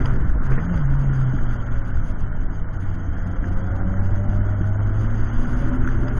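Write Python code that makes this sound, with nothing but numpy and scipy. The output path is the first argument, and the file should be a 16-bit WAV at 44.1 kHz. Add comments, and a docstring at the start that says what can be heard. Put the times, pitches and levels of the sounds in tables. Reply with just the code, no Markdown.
"""An engine blips for a downshift, slows into a bend and pulls away, in wind and road roar, with rattling trim.
Of two cars ahead, one slows then accelerates, the other accelerates, with faint exhaust notes. It is heard
in an open car, through a closed camera case. Engine and exhausts are wavering sines on multiples of a firing
rate; wind, roar, rush, growl and clunks are shaped noise; knocks and rattles ring the trim and the case.
An input stage rounds off large swings; the faint treble flickers, as bins drop out at random from frame to frame."""
import sys
import numpy as np
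from scipy import signal
from scipy.io import wavfile
from scipy.ndimage import uniform_filter1d

SR = 44100
rng = np.random.default_rng(int(sys.argv[2]) if len(sys.argv) > 2 else 0)


def to_wav(s):
    """Save 16-bit WAV."""
    ch = np.atleast_2d(s).T  # columns
    pcm = np.round(np.clip(ch, -1, 1) * 32767)  # PCM
    wavfile.write(sys.argv[1], SR, pcm.astype(np.int16))


def invert_db(x):
    """Field ratio 10**(x/20) for x, a level in decibels (scalar or array-like)."""
    u = np.asarray(x, float) / 20
    return 10 ** u


N = 272979  # samples

# exhaust of the first car ahead: t/s, firing rate f/Hz, level/dB ahead of the order levels and far colour
FIRST_CAR_CURVE = [(1.4, 207, -64), (1.6, 197, -47.5), (1.9, 176, -52.5), (2.2, 149.2, -48.5),
                   (3.1, 167.1, -47.5), (3.45, 175.9, -42.5), (3.8, 185.1, -39), (4.3, 196.9, -38),
                   (4.85, 215.8, -40.5), (5.15, 226, -52), (5.75, 241.7, -52.5)]
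# air resonances of the case: f/Hz, width/Hz, level/dB over a flat line
CASE_MODES = [(560, 21, -2.5), (1457, 190, 8), (1395, 500, 0), (3125, 632, 16.5), (4808, 460, 15),
              (6030, 130, 13.5), (6543, 483, 30), (9494, 570, 31), (15800, 230, 21)]
# air flow, mean levels: t/s, buffeting/dB, roar/dB, rush/dB, treble tilt of the rush/dB (full from 3 kHz up)
FLOW_CURVE = [(0.0, -17, -22.5, -35.5, -3), (0.33, -15.5, -32, -41, -4), (0.62, -17, -25.5, -37, 2),
              (0.8, -18.5, -30.5, -40, -1.5), (1.2, -21, -28, -39.5, 1.5), (2.0, -19, -32, -42.5, 1.5),
              (2.9, -22, -33.5, -44, 2), (3.5, -20.5, -30.5, -41, 0), (4.8, -22, -29, -41.5, 0),
              (5.35, -19.5, -33, -38.5, 1.5), (5.6, -21, -27, -37.5, 0), (6.19, -16.5, -30, -39.5, -2)]
GUST_CORNER_HZ = 9


def evened(x):
    """Scales to rms 1."""
    return x / np.sqrt(np.mean(x ** 2) + 1e-20)


def read(points, hz):
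    """Reads a spectrum on a log-frequency axis."""
    f, value = np.transpose(points)
    return np.interp(np.log(hz + 1), np.log(f + 1), value)


def columns(rows, t):
    """Every column of a curve table at the times t."""
    s, *rest = np.transpose(rows)
    return [np.interp(t, s, c) for c in rest]


def drift(corner_hz):
    """Random wander of rms 1: one-pole low-passed noise."""
    knots_per_s = 60
    knots = rng.standard_normal(int(N / SR * knots_per_s) + 2)
    pole = np.exp(-2 * np.pi * corner_hz / knots_per_s)
    smooth = signal.lfilter([1], [1, -pole], knots)
    return evened(np.interp(np.arange(N) * knots_per_s / SR, np.arange(len(knots)), smooth))


def noise(shape_db, size, patchy_db, flicker_db):
    """Noise of rms 1 from random short-time spectra, with drifting patches and a flicker shared by all bins."""
    hop = size // 4
    frames, hz = N // hop + 5, np.fft.rfftfreq(size, 1 / SR)
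    frame_s = np.arange(frames) * hop / SR
    a, b, patches = rng.standard_normal((frames, len(hz), 3)).T
    patches = uniform_filter1d(patches, size=6, axis=0)
    patches = evened(uniform_filter1d(patches, size=8, axis=1))
    flicker = evened(uniform_filter1d(rng.standard_normal(frames), size=3))
    level_db = shape_db(hz[:, None], frame_s) + patchy_db * patches + flicker_db * flicker
    z = (a + 1j * b) * invert_db(level_db)
    return evened(signal.istft(z, nperseg=size, noverlap=size - hop)[1][:N])


def orders(hz, multiples, levels_db, waver_db, corner_hz):
    """Sines on multiples of a firing rate, each wavering in strength."""
    turns = np.cumsum(hz) / SR
    out = 0
    for k, db in zip(multiples, levels_db):
        strength = np.sqrt(2) * invert_db(db + waver_db * drift(corner_hz))
        out = out + strength * np.sin(2 * np.pi * (k * turns + rng.random()))
    return out


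def humps_db(modes, hz):
    """Gain of a row of resonances over a flat line."""
    return 20 * np.log10(1 + sum(invert_db(db) / (1 + (2 * (hz - f) / w) ** 2) for f, w, db in modes))


def engine(t):
    """Firing boom; upper orders open with the throttle and swell where they cross a cabin resonance."""
    # own engine: t/s, firing rate f/Hz, boom level/dB, throttle gain of the upper orders/dB
    engine_curve = [(0.0, 129, -25, -16), (0.12, 127.9, -22.5, -9), (0.17, 127, -26.5, -2),
                    (0.25, 125, -37, -18), (0.43, 129, -38, -17), (0.52, 131.7, -16.5, -1.5),
                    (0.548, 131.3, -26, -15), (0.57, 134, -26.5, -3.5), (0.654, 172, -27.5, -15),
                    (0.718, 177.3, -21.5, -4), (0.774, 161, -29.5, -15), (0.852, 135.2, -20, -9.5),
                    (1.0, 138, -21.5, -11.5), (1.284, 128.1, -19, -14.5), (1.45, 122, -32, -8),
                    (1.7, 112.4, -30, -16.5), (2.17, 101.5, -32.5, -14), (2.55, 98.02, -35.5, -8),
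                    (3.0, 94, -28, -8.5), (3.35, 94.5, -34, -11), (3.55, 93.5, -28, -2.5),
                    (4.21, 97.3, -21.5, -0.5), (4.6, 99.6, -21.5, -4.5), (5.06, 105.6, -22, 0),
                    (5.45, 110.8, -30, -7.5), (6.19, 120.2, -26.5, 2.5)]
    # upper orders: multiple of the firing rate, level/dB ahead of throttle and cabin
    upper_orders = [(2, -42), (3, -49), (3.5, -51), (4, -57), (5, -59)]
    # cabin resonances passed by the upper orders: f/Hz, width/Hz, level/dB over a flat line
    cabin_modes = [(270, 19, -2), (394, 25, 3.5), (568.5, 49, 15)]
    hz, boom_db, throttle_db = columns(engine_curve, t)
    # below -23.5 dB the boom wavers more, the fainter it is
    waver_db = 0.39 + 0.21 * np.clip(-23.5 - boom_db, 0, 12)
    boom = orders(hz, [1], [boom_db], waver_db, corner_hz=11)
    multiples = [k for k, _ in upper_orders]
    upper_db = [db + throttle_db + humps_db(cabin_modes, k * hz) for k, db in upper_orders]
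    return boom + orders(hz, multiples, upper_db, waver_db=4, corner_hz=11)


def jolt_db(t):
    """Jolts through the body change the noise level within a few milliseconds, then die away."""
    # jolts that shake the case: t/s, change of the rush/dB (one is a dip), decay/s
    jolts = [(0.053, 3, 0.023), (0.457, 3, 0.012), (0.514, 1, 0.033), (.575, -3.5, 0.043),
             (0.739, 2.5, 0.063), (1.501, 2, 0.012), (1.71, 1.5, 0.031), (5.01, 2.5, 0.025),
             (5.92, 2.5, .03), (6.075, 2.5, 0.031), (6.17, 4, 0.034)]
    rise_s = 0.0094  # ends at the listed time
    return sum(db * np.exp(-np.maximum(t - s, 0) / decay_s) * np.clip((t - s) / rise_s + 1, 0, 1)
               for s, db, decay_s in jolts)


def wind(t):
    """Lumpy pressure swings on the microphone, and the roar of road and body above them."""
    # buffeting spectrum: f/Hz, relative density/dB per Hz
    buffet_shape = [(2, -20), (7, -4), (15, 0), (24, -8), (38, -10), (58, -11), (75, -19), (110, -32),
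                    (300, -130)]
    # roar spectrum: f/Hz, relative density/dB per Hz
    roar_shape = [(20, -61), (50, -23.5), (80, 2), (110, 4), (150, -4.5), (240, -3.5), (330, -12),
                  (480, -27.5), (700, -26), (2000, -120)]
    buffet = noise(lambda hz, s: read(buffet_shape, hz), size=8192, patchy_db=0.9, flicker_db=0)
    roar = noise(lambda hz, s: read(roar_shape, hz), size=1024, patchy_db=1.5, flicker_db=1.5)
    buffet_db, roar_db, *_ = columns(FLOW_CURVE, t)
    buffet_db = buffet_db + 2 * drift(GUST_CORNER_HZ)
    roar_db = roar_db + 1 * drift(GUST_CORNER_HZ) + 0.67 * jolt_db(t)
    return invert_db(buffet_db) * buffet + invert_db(roar_db) * roar


def case_db(hz):
    """Slope of the muffling case with its resonant humps."""
    # muffling slope: f/Hz, relative level/dB
    rush_slope = [(200, -19.5), (450, -4.5), (1000, -7.5), (2000, -15.5), (2500, -33.5), (4000, -41.5),
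                  (5500, -44), (8000, -60), (16000, -52)]
    return read(rush_slope, hz) + humps_db(CASE_MODES, hz)


def ring(bright_db):
    """One tap rings the trim and the upper case resonances; each mode swells, then decays by its width."""
    trim_hz, trim_width_hz, trim_db = 1615, 390, 6.5  # level over the colour of the case
    t = np.arange(1300) / SR
    modes = [(f, w, bright_db if 2500 < f < 5500 else 0) for f, w, _ in CASE_MODES[1:]]
    modes.append((trim_hz, trim_width_hz, trim_db))
    out = 0
    for f, w, db in modes:
        envelope = w * t * np.exp(-np.pi * 0.9 * w * t)
        out = out + invert_db(case_db(f) + db) * envelope * np.sin(2 * np.pi * f * t)
    return out


def rush(t):
    """Air noise heard through the case, grainy with tiny rattles at random instants."""
    def bright(hz, s):
        tilt_db = columns(FLOW_CURVE, s)[-1] + 0.65 * jolt_db(s)
        return case_db(hz) + tilt_db * np.clip(hz / 1000 - 2, 0, 1)

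    hiss = noise(bright, size=512, patchy_db=1.5, flicker_db=0.0)
    ticks_per_s = 300
    strength = invert_db(5.1 * np.minimum(rng.exponential(1, N), 4))
    ticks = strength * (rng.random(N) < ticks_per_s / SR) * rng.choice([-1, 1], N)
    rattle = evened(signal.oaconvolve(ticks, ring(0))[:N])
    return invert_db(columns(FLOW_CURVE, t)[-2] + jolt_db(t)) * (hiss + invert_db(-9) * rattle)


def knocks():
    """Knocks of loose trim: short bursts of impacts that swell, thin out and ring the trim and case."""
    # knocks: t/s, peak level/dB, gain of the 2.5-5.5 kHz modes/dB
    knock_rows = [(0.056, -23.5, 16), (0.5188, -23.5, 5), (0.5867, -31, 5), (0.7741, -27, 6),
                  (1.385, -26.5, 3), (1.5065, -31.5, 1), (1.7204, -35, 13), (3.442, -27.5, -3),
                  (5.8731, -17, -11), (5.8867, -25, -7), (6.0806, -27, 19)]
    swell_s = 0.0012
    out, age = np.zeros(N + 4000), np.arange(400) / (swell_s * SR)
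    for s, db, bright_db in knock_rows:
        impacts = rng.standard_normal(400) * age * np.exp(-age)
        tap = np.convolve(impacts, ring(bright_db))
        out[round(s * SR):][:len(tap)] += invert_db(db) * tap / abs(tap).max()
    return out[:N]


def clunks(t):
    """Gear lever and driveline through the body: dull broad thuds that rise fast and decay exponentially."""
    # clunks: t/s, level at full swell/dB
    clunk_rows = [(0.052, -28), (0.456, -40), (0.517, -22), (0.575, -23.5)]
    # thud spectrum: f/Hz, relative density/dB per Hz
    clunk_shape = [(60, -31), (150, 5), (400, -11), (800, -18), (2000, -17), (3200, -46.5), (6000, -77)]
    rise_s, decay_s = 0.0052, 0.022
    thud = noise(lambda hz, s: read(clunk_shape, hz), size=512, patchy_db=0.5, flicker_db=1)
    envelope = sum(invert_db(db) * np.clip((t - s) / rise_s, 0, 1) * np.exp(-np.maximum(t - s, 0) / decay_s)
                   for s, db in clunk_rows)
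    return thud * envelope


def car_ahead(rows, order_rows, t):
    """A far exhaust note: sines on a slightly unsteady firing rate, faded in and out."""
    # how far notes reach the cockpit: f/Hz, gain/dB
    far_colour = [(150, 9), (190, 7), (215, -8.5), (250, -2), (330, 2), (400, -9.5), (490, -8.5), (540, 1),
                  (660, 0.5), (740, -2.5), (800, -15), (1000, -11.5)]
    hz, level_db = columns(rows, t)
    start_s, end_s = rows[0][0], rows[-1][0] + 0.031
    fade = np.clip(np.minimum(t - start_s, end_s - t) / 0.1, 0, 1)
    multiples = [k for k, _ in order_rows]
    levels_db = [level_db + db + read(far_colour, k * hz) for k, db in order_rows]
    unsteady_hz = hz * (1 + 0.005 * drift(12))
    return fade * orders(unsteady_hz, multiples, levels_db, waver_db=3, corner_hz=10)


def growl(t):
    """Rough roar of the first car: noise that follows the level of its note."""
    # noisy part of the exhaust: f/Hz, relative density/dB per Hz
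    growl_shape = [(400, -39.5), (580, -2), (760, 0.5), (920, -7), (1300, -39.5)]
    rough = noise(lambda hz, s: read(growl_shape, hz), size=1024, patchy_db=2.5, flicker_db=0.0)
    return invert_db(columns(FIRST_CAR_CURVE, t)[1] - 7.5) * rough


def scene():
    """Everything that reaches the microphone."""
    # second car ahead: t/s, firing rate f/Hz, level/dB ahead of the order levels and far colour
    second_car = [(4.95, 228, -30.5), (5.6, 250.1, -31.5), (6.19, 270.1, -34.5)]
    # exhaust orders of each car: multiple of the firing rate, level/dB
    first_orders = [(1, -2), (2, -11.5), (3, -6), (4, -9.5)]
    second_orders = [(0.99, 0), (5 / 4, -12)]
    t = np.arange(N) / SR
    own_car = engine(t) + wind(t) + rush(t) + knocks() + clunks(t)
    notes = car_ahead(FIRST_CAR_CURVE, first_orders, t) + car_ahead(second_car, second_orders, t)
    return (own_car + notes + growl(t))[None]


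def drop_faint_bins(x):
    """Zeroes spectral bins under a threshold that varies at random per frame: the faint treble flickers."""
    # drop threshold: f/Hz, bin power/dB, ahead of the random variation
    floor_curve = [(2100, -110), (2400, -83.5), (3500, -83.5), (7000, -83), (9500, -81.5), (15000, -86.5)]
    jump_db = 7
    window = np.sin(np.pi * (np.arange(2048) + 0.5) / 2048)
    longer = np.pad(x, [(0, 0), (0, 4096)], "reflect")
    hz, s, z = signal.stft(longer, SR, window, nperseg=2048, noverlap=1024, boundary="even")
    near_db = 10 * np.log10(uniform_filter1d(abs(z) ** 2, size=3, axis=1) + 1e-20)
    threshold_db = read(floor_curve, hz)[:, None] + jump_db * (1 - rng.exponential(1, len(s)))
    kept = near_db > threshold_db
    return signal.istft(z * kept, SR, window, nperseg=2048, noverlap=1024)[1][:, :N]


def top_cut(x):
    """Nothing passes above the cut-off."""
    return signal.sosfilt(signal.butter(12, 14900, fs=SR, output="sos"), x)


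def record(dry):
    """The input stage rounds off large swings and adds a small offset; faint bins drop out; the ends fade."""
    rounded = 1.1 * np.tanh(dry / 1.1) + 0.006
    fade_s = 0.004
    to_end_s = np.minimum(np.arange(N), np.arange(N)[::-1]) / SR
    fade = np.sin(np.pi / 2 * np.minimum(to_end_s / fade_s, 1)) ** 2
    return top_cut(drop_faint_bins(rounded) * fade)


dry = scene()
out = record(dry)
to_wav(out)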